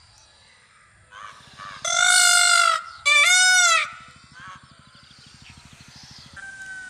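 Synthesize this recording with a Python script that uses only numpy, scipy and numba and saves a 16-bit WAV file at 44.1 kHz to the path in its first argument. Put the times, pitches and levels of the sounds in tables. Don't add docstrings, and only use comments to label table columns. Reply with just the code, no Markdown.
import sys
import numpy as np
from scipy import signal
from scipy.io import wavfile
from scipy.ndimage import uniform_filter1d, map_coordinates
from numba import njit

SR = 44100
rng = np.random.default_rng(int(sys.argv[2]) if len(sys.argv) > 2 else 0)


def int16_out(signal):
    q = np.round(np.clip(np.atleast_2d(signal).T, -1, 1) * 32767)
    wavfile.write(sys.argv[1], SR, q.astype(np.int16))


N = 303849
T = np.arange(N) / SR
CHANGE_S = 6.365
TOP_HZ = 15500


def undb(db):
    return 10 ** (np.asarray(db) / 20)


def unit(x):
    return x / np.sqrt(np.mean(x ** 2))


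def noise():
    return rng.standard_normal(N)


def read(table, t):
    s, *columns = np.transpose(table)
    return [np.interp(t, s, c) for c in columns]


def span(start_s, length_s, fade_s=0.0036, out_s=None):
    part = slice(int(start_s * SR), min(int((start_s + length_s) * SR), N))
    t = T[part] - T[part][0]
    ends = np.minimum(t / fade_s, (t[-1] - t) / (out_s or fade_s))
    return part, t / t[-1], np.clip(ends, 0, 1)


@njit
def svf(x, hz, width_hz):
    y, band_state, low_state = np.empty(len(x)), 0., 0.
    for i in range(len(x)):
        g, k = np.tan(np.pi * hz[i] / SR), width_hz / hz[i]
        v = (band_state + g * (x[i] - low_state)) / (1 + g * (g + k))
        band_state, low_state = 2 * v - band_state, low_state + 2 * g * v
        y[i] = k * v
    return y


def band(x, hz, width_hz):
    return svf(x, hz + np.zeros(len(x)), 1. * width_hz)


def band_twice(x, hz, width_hz):
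    return band(band(x, hz, width_hz), hz, width_hz)


@njit
def follow(x, attack, release):
    y, e = np.empty(len(x)), 0.
    for i in range(len(x)):
        e += (abs(x[i]) - e) * (attack if abs(x[i]) > e else release)
        y[i] = e
    return y


def walk(rate_hz, size=N):
    hold = int(SR / rate_hz)
    steps = np.repeat(rng.standard_normal(size // hold + 1), hold)
    return 1.3 * uniform_filter1d(uniform_filter1d(steps, hold), hold)[:size]


def steady(x):
    return x / np.sqrt(uniform_filter1d(x ** 2, SR // 20) + 1e-12)


def coloured(points, patchy_db, flicker_db):
    hz, db = np.transpose(points)
    f, t, frames = signal.stft(noise(), SR, nperseg=1024)
    octave = np.log2(np.maximum(f, 20) / 20)[:, None]
    gain_db = np.interp(np.log(np.maximum(f, 1)), np.log(hz), db)[:, None]
    for depth_db, per_octave, per_s in ((patchy_db, 1.5, 2.5), (flicker_db, 8, 4)):
        place = np.broadcast_arrays(octave * per_octave, t[None] * per_s)
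        gain_db = gain_db + depth_db * map_coordinates(rng.standard_normal((90, 60)), place, order=1)
    return unit(signal.istft(frames * undb(gain_db), SR, nperseg=1024)[1][:N])


def syrinx(hz, flutter_hz, depth, bend, rasp, tilt, sway_db):
    size = len(hz)
    beat = 2 * np.pi * np.cumsum(flutter_hz * (1 + .006 * walk(21.0, size))) / SR
    shape = np.sin(beat) + .3 * np.sin(2 * beat)
    pitch_hz = hz * (1 + bend * np.sin(beat + 0.29) + 0.018 * rasp * walk(300, size))
    phase = 2 * np.pi * np.cumsum(pitch_hz) / SR
    tone = np.zeros(size)
    for k in range(1, 27):
        sway = undb(sway_db * walk(17.37, size))
        tone += k ** -tilt * sway * np.cos(k * phase) * (k * hz < TOP_HZ)
    puffs = unit(np.gradient(rng.standard_normal(size)) * (7.8 + np.cos(phase)))
    source = unit(tone) * np.sqrt(1 - np.clip(rasp, 0, .95) ** 2) + rasp * puffs
    return source, np.maximum(depth * shape, -.95)


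def first_place_air():
    # hz, level_db (per Hz)
    spectrum = [(15, -35), (25, -34), (76, 13), (249, -7), (397, -12.5), (615, -4), (1170, -1), (1300, 1.5),
                (1730, 0), (2750, -8), (3380, -3.5), (4610, -1), (6130, -18.5), (8800, -35), (12000, -73),
                (15600, -84), (22000, -120)]
    return coloured(spectrum, 4.0, 6.0) * undb(-54.5)


def leaves():
    # start_s, level_db
    rustle = [(0, -80), (1.1, -98), (1.3, -51.5), (1.8, -51), (4.2, -85), (5.1, -59), (5.4, -55),
              (6.0, -53)]
    # hz, level_db (per Hz)
    spectrum = [(800, -4), (2500, -2), (4500, -2), (8000, -10.5), (11000, -26), (15500, -32)]
    return coloured(spectrum, 3.0, 4.5) * undb(read(rustle, T)[0])


def second_place_hiss():
    # hz, level_db (per Hz)
    spectrum = [(15, -43), (25, -7), (213, -7), (377, -19.5), (776, -16), (1240, -16), (1560, -13),
                (2180, -16), (3050, -18.5), (9510, -16), (12000, -73), (15600, -100), (22000, -120)]
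    return coloured(spectrum, 0.43, 0.68) * undb(-50)


def insects():
    # centre_hz, width_hz, level_db
    bands = [(8580, 120, -69.5), (9280, 460, -70), (7380, 790, -69)]
    return sum(unit(band_twice(noise(), f, w)) * undb(db + 1.7 * walk(2.5)) for f, w, db in bands)


def background():
    return np.where(T < CHANGE_S, first_place_air() + leaves(), second_place_hiss()) + insects()


def chatter(count=260):
    # start_s, peak_db
    curve = [(0, -86), (1.2, -84), (1.8, -44), (4.0, -70), (4.7, -52), (5.4, -50.5), (6.3, -52.5),
             (6.89, -68)]
    when, length, top, fall, size = rng.random((count, 5)).T
    s = when * (N / SR - .1)
    db = read(curve, s)[0] + 3.4 * np.log(size + 0.071)
    from_hz = 3300 + 2100 * top
    return list(zip(s, 0.009 + 0.0293 * length, from_hz, from_hz * (.95 - 0.211 * fall), db))


def murmur(count=70):
    when, length, height, glide, size = rng.random((count, 5)).T
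    s = when * (N / SR - .5)
    hz = 500 * 6 ** height
    db = -60.5 + 2.1 * np.log(size + 0.098)
    return list(zip(s, 0.093 + 0.36 * length, hz, hz * (1 + .12 * (2 * glide - 1)), db))


def small_birds():
    # start_s, length_s, from_hz, to_hz, peak_db
    nearer = [(1.418, 0.043, 3900, 3200, -49), (1.496, 0.061, 4400, 3700, -52),
              (1.619, 0.046, 4700, 4070, -50), (1.728, 0.06, 4860, 3800, -65),
              (4.004, 0.075, 3960, 3396, -57.5), (4.295, 0.057, 5250, 5300, -54),
              (4.337, 0.036, 5250, 3920, -52), (4.615, .11, 5400, 5220, -60),
              (4.676, 0.054, 5430, 4080, -55), (5.046, .03, 5400, 3850, -53),
              (5.035, .016, 3800, 3020, -49), (5.1, 0.028, 3900, 2940, -46),
              (5.205, 0.036, 4550, 3800, -49), (5.236, 0.018, 3170, 2800, -50),
              (5.588, .025, 4300, 3880, -47), (5.792, 0.041, 4600, 3940, -47)]
    out = np.zeros(N)
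    for s, length_s, from_hz, to_hz, db in nearer + chatter() + murmur():
        size, at = int(length_s * SR), int(s * SR)
        phase = 2 * np.pi * np.cumsum(np.linspace(from_hz, to_hz, size)) / SR
        out[at:at + size] += undb(db) * np.hanning(size) * np.sin(phase)
    return out


def swishes():
    # start_s, length_s, from_hz, middle_hz, to_hz, level_db
    events = [(0.117, 0.16, 4060, 5860, 5230, -57), (2.844, 0.19, 5670, 4520, 3820, -49.5),
              (5.426, 0.11, 3250, 2630, 2480, -47), (5.919, 0.36, 4560, 5290, 3820, -49)]
    width_hz = 900.
    out = np.zeros(N)
    for start_s, length_s, from_hz, mid_hz, to_hz, db in events:
        part, x, ends = span(start_s, length_s, fade_s=0.043)
        bow_hz = (from_hz + to_hz) / 2 - mid_hz
        hz = mid_hz + (to_hz - from_hz) * (x - .5) + bow_hz * (2 * x - 1) ** 2
        air = rng.standard_normal(len(hz)) * undb(1.3 * walk(70.6, len(hz)))
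        out[part] += unit(svf(svf(air, hz, width_hz), hz, width_hz)) * undb(db) * ends
    return out


def ticks():
    # start_s, level_db, tone_hz
    events = [(0.1796, -38, 5820), (1.791, -49, 3500), (4.11, -44, 4200), (6.6184, -33, 6760),
              (6.6628, -37.5, 2950)]
    out = np.zeros(N)
    t = T[:400]
    decay = np.exp(-t / 0.0014) * np.clip(t / 0.00019, 0, 1)
    for s, db, hz in events:
        at = int(s * SR)
        burst = 1.9 * band_twice(rng.standard_normal(400), 6500, 5200)
        out[at:at + 400] += undb(db) * decay * (np.sin(2 * np.pi * hz * t) + burst)
    return out


def engine():
    # start_s, firings_per_s
    speed = [(1.082, 5.64), (1.54, 17.39), (2.1, 17.89), (2.38, 16.69), (2.62, 12.8), (3.2, 12.5),
             (3.8, 12.94), (4.5, 12.59), (5.2, 12.76), (6.36, 13.38)]
    # start_s, level_db
    loudness = [(1.0, -72), (1.55, -54), (2.1, -57), (3.0, -70), (4.0, -56.5), (4.6, -53), (5.0, -58),
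                (5.5, -52), (6.3, -52)]
    # centre_hz, nominal_width_hz, level_db (relative)
    exhaust = [(76.5, 62, -11), (138, 50, -8), (223, 97, -8)]
    t = T - .008
    running = (t > 1.082) * (T < CHANGE_S)
    turns = np.floor(np.cumsum(read(speed, t)[0] * running) / SR)
    fired = np.flatnonzero(np.diff(turns) > 0)
    pulses = np.zeros(N)
    pulses[fired] = undb(0.3 * rng.standard_normal(len(fired)))
    thump = np.zeros(N)
    for k, (f, w, db) in enumerate(exhaust):
        thump += (-1) ** k * undb(db) * band_twice(pulses, f, 0.84 * w) / w
    thump = thump + undb(-16.5) * np.roll(thump, int(0.0244 * SR))
    return unit(thump) * undb(read(loudness, T)[0])


def crows():
    # start_s, length_s, top_pitch_hz, peak_db, chop_hz, top_place (0-1), dulling_db_per_khz, rasp (0-1)
    caws = [(1.099, .24, 590, -39, 103.4, 0.61, 1.2, 0.58),
            (1.558, 0.25, 601.4, -37.5, 99.1, 0.27, 2.8, 0.42),
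            (4.323, .27, 563, -40.5, 190.8, .72, 1, 0.44)]
    # centre_hz, width_hz, level_db (relative)
    throat = [(1340, 720, 1.5), (1500, 122, 1.5), (3120, 360, -3.5), (6360, 560, -9)]
    sag, fade_db = .15, 6
    out = np.zeros(N)
    for start_s, length_s, top_hz, db, chop_hz, top, dull_db, rasp in caws:
        part, x, ends = span(start_s, length_s, fade_s=0.047)
        off = np.interp(x, [0, top, 1], [1, 0, 1]) ** 2
        hz = top_hz * (1 - sag * off + .02 * walk(25, len(x)))
        source, chop = syrinx(hz, chop_hz, .8, .02, rasp, tilt=.2, sway_db=2.5)
        source += rasp * rng.standard_normal(len(x))
        chopped = source * (1 + chop)
        voice = sum(undb(d - dull_db * f / 1000) * band_twice(chopped, f, w) for f, w, d in throat)
        out[part] = steady(voice) * undb(db - fade_db * off) * ends
    return out


def peacock():
    # start_s, pitch_hz, level_db, beak_opening (0-1), treble_lift_db, rasp (0-1)
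    wails = [
        [(1.845, 680.5, -25, 0.068, 6, 0.47), (1.95, 688.4, -22, 0, 0, 0.49),
         (2.03, 718.7, -17, 0.42, -2.5, 0.58), (2.17, 729, -13, 0.98, 5.5, 0.4),
         (2.25, 709.8, -12, 1, 4.5, 0.36), (2.45, 706.1, -13, 0.96, 2, 0.36),
         (2.6, 689.6, -14, 0.98, -3.5, 0.58), (2.7, 664, -16, 1, -13.5, 0.36),
         (2.755, 645, -19, 0.99, -15, 0.55), (2.8, 614, -30.5, 1, -3, 0.3)],
        [(3.055, 573, -25.5, 0.2, 2, 0.075), (3.075, 577, -17, 0.046, 4.5, 0.1),
         (3.135, 596, -14.5, 0, -5.5, 0.075), (3.19, 579.2, -12.5, 0, 2.5, 0.11),
         (3.23, 582.7, -12.5, 0, -2, .1), (3.241, 669.3, -11, 0, -8, 0.27), (3.262, 698.6, -16, 0, 9.5, 0.15),
         (3.305, 722.2, -12.5, 0.28, 2, 0.064), (3.36, 731.6, -13.5, 0.45, 6.5, 0.079),
         (3.45, 738, -13, 0.74, 2, 0.054), (3.53, 736.6, -13.5, 0.74, -2.5, 0.037),
         (3.585, 728, -13, 0.68, 3, 0.078), (3.65, 700, -13.5, 0.69, 2, 0.044),
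         (3.705, 664.6, -14.5, 0.49, 2, 0.097), (3.76, 649.2, -15, 0.24, -6.5, 0.097),
         (3.8, 610, -20, 0, -7.5, 1), (3.83, 587, -20.5, 0.065, -12, 0.99), (3.87, 578.5, -36, 0.91, 0, 0.88)],
    ]
    # centre_hz, width_hz, wail1_narrow_db, wail1_wide_db, wail2_narrow_db, wail2_wide_db
    throat = [(1314, 417, -4.5, -2.5, -8.5, 2), (2231, 330, -13, -17, 1.5, -14.5),
              (2920, 240, -51, -14, -27, -18.5), (3565, 560, -5, -12, -5.5, -12),
              (4560, 1820, -38, -7.5, -17.5, -13.5), (6004, 1160, -2, -25.5, -20.5, -3),
              (7900, 2560, -13, -6, -13, -9)]
    # start_s, rate_hz
    flutter_rate = [(1.845, 33.6), (1.9, 42.2), (2.0, 51.33), (2.2, 53.9), (2.33, 49.47), (2.8, 50.17)]
    # depth, depth, lowest_partial_db, _db, highest_overtones_db, _db
    flutters = [(0.96, 0.6, -10, -12.5, -39, -29), (.05, .01, -19, -8.5, -43, -36)]
    bends = [.01, .0007]
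    # delay_s, level_db
    reflections = [(.0043, -6.5), (.0091, -9), (.0157, -9), (.0238, -26), (.0351, -14)]
    lag_s, fall = .0006, .78
    out = np.zeros(N)
    for call, (table, bend, (narrow, wide, *outer_db)) in enumerate(zip(wails, bends, flutters)):
        part, _, ends = span(table[0][0], table[-1][0] - table[0][0], out_s=.04)
        hz, db, opening, lift_db, rasp = read(table, T[part])
        opening = np.clip(opening, 0, 1)
        depth = narrow + (wide - narrow) * opening
        rate_hz, = read(flutter_rate, T[part])
        source, flutter = syrinx(hz, rate_hz, depth, bend, rasp, tilt=0.12, sway_db=3.8)
        source += sum(undb(d) * np.roll(source, int(s * SR)) for s, d in reflections)

        gains = []
        for k, (_, _, *d) in enumerate(throat):
            narrow_db, wide_db = d[2 * call:2 * call + 2]
            treble_db = lift_db * k / (len(throat) - 1)
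            gains.append(undb(narrow_db + (wide_db - narrow_db) * opening + treble_db))
        gains = np.array(gains)
        gains /= np.sqrt(np.sum(gains ** 2, axis=0))

        highest_db = np.interp(opening, [0, 1], outer_db[2:]) + lift_db / 2
        voice = undb(highest_db) * steady(band(source, 11500, 6700))
        for k, (f, w, *_) in enumerate(throat):
            throb = 1 + fall ** k * np.roll(flutter, int(k * lag_s * SR))
            voice += (-1) ** k * gains[k] * steady(band_twice(source, f, w)) * throb

        lowest = steady(svf(svf(source, hz, 350.), hz, 350.)) * (1 + depth ** 2 * flutter)
        lowest *= undb(np.interp(opening, [0, 1], outer_db[:2]))
        out[part] += (voice / np.sqrt(1 + depth ** 2 / 2) + lowest) * undb(db) * ends
    return out


def far_peacock():
    # start_s, length_s, attack_s, level_db
    note_table = [(6.365, .04, .004, -33), (6.415, .092, .012, -36.5), (6.512, .39, .09, -35)]
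    # multiple of the strongest, level_db (relative)
    partials = [(.5, -24.5), (1, -2), (1.5, -28.5), (2, -29.5), (2.5, -31), (4.5, -34)]
    since_s = T - CHANGE_S
    phase = 2 * np.pi * np.cumsum(1563.5 - 280 * since_s ** 2) / SR
    until_s, rate_hz, depth = 6.41, 195, .75
    turn = 2 * np.pi * rate_hz * since_s
    rattle = 1 + depth * (T < until_s) * (np.sin(turn) - 0.23 * np.cos(2 * turn))
    tone = sum(undb(d + 3.0 * (m != 1) * walk(14)) * np.sin(m * phase) for m, d in partials)
    tone += undb(-22) * np.clip((T - 6.61) / 0.06, 0, 1) * np.sin(5 / 4 * phase)
    notes = np.zeros(N)
    for start_s, length_s, attack_s, db in note_table:
        part, _, ends = span(start_s, length_s, fade_s=attack_s, out_s=.008)
        notes[part] = undb(db) * ends
    waver = undb(2.2 * walk(30))
    return np.sqrt(2) * tone * rattle * notes * waver


def garden_echo(x):
    t60_s, mid_hz = 1.074, 1330
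    t = T[:int(1.5 * SR)]
    wash = rng.standard_normal(len(t)) * np.clip(t / 0.016, 0, 1)
    fade = np.log(1000) * t / t60_s
    tail = band(wash, mid_hz, 830) * np.exp(-fade) + .5 * wash * np.exp(-4.0 * fade)
    return signal.fftconvolve(x, tail / np.sqrt(np.sum(tail ** 2)))[:N]


def scene():
    near, far = peacock(), far_peacock()
    others = crows() + small_birds() + swishes() + ticks()
    echo = undb(-23.5) * near + undb(-17) * others + undb(-24) * far
    mono = near + others + far + garden_echo(echo) + engine() + background()
    return np.array([mono, mono])


def record(dry):
    attack_s, release_s, threshold_db = 0.021, .12, -17.0
    level = follow(dry[0], 1 / (attack_s * SR), 1 / (release_s * SR))
    wet = dry * np.minimum(1, undb(threshold_db) / (level + 1e-9)) ** 0.49
    wet = wet + 0.32 * band_twice(wet[0] ** 2, 380, 600)
    return signal.sosfilt(signal.ellip(10, .2, 70, TOP_HZ, fs=SR, output="sos"), wet)


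dry = scene()
out = record(dry)
int16_out(out)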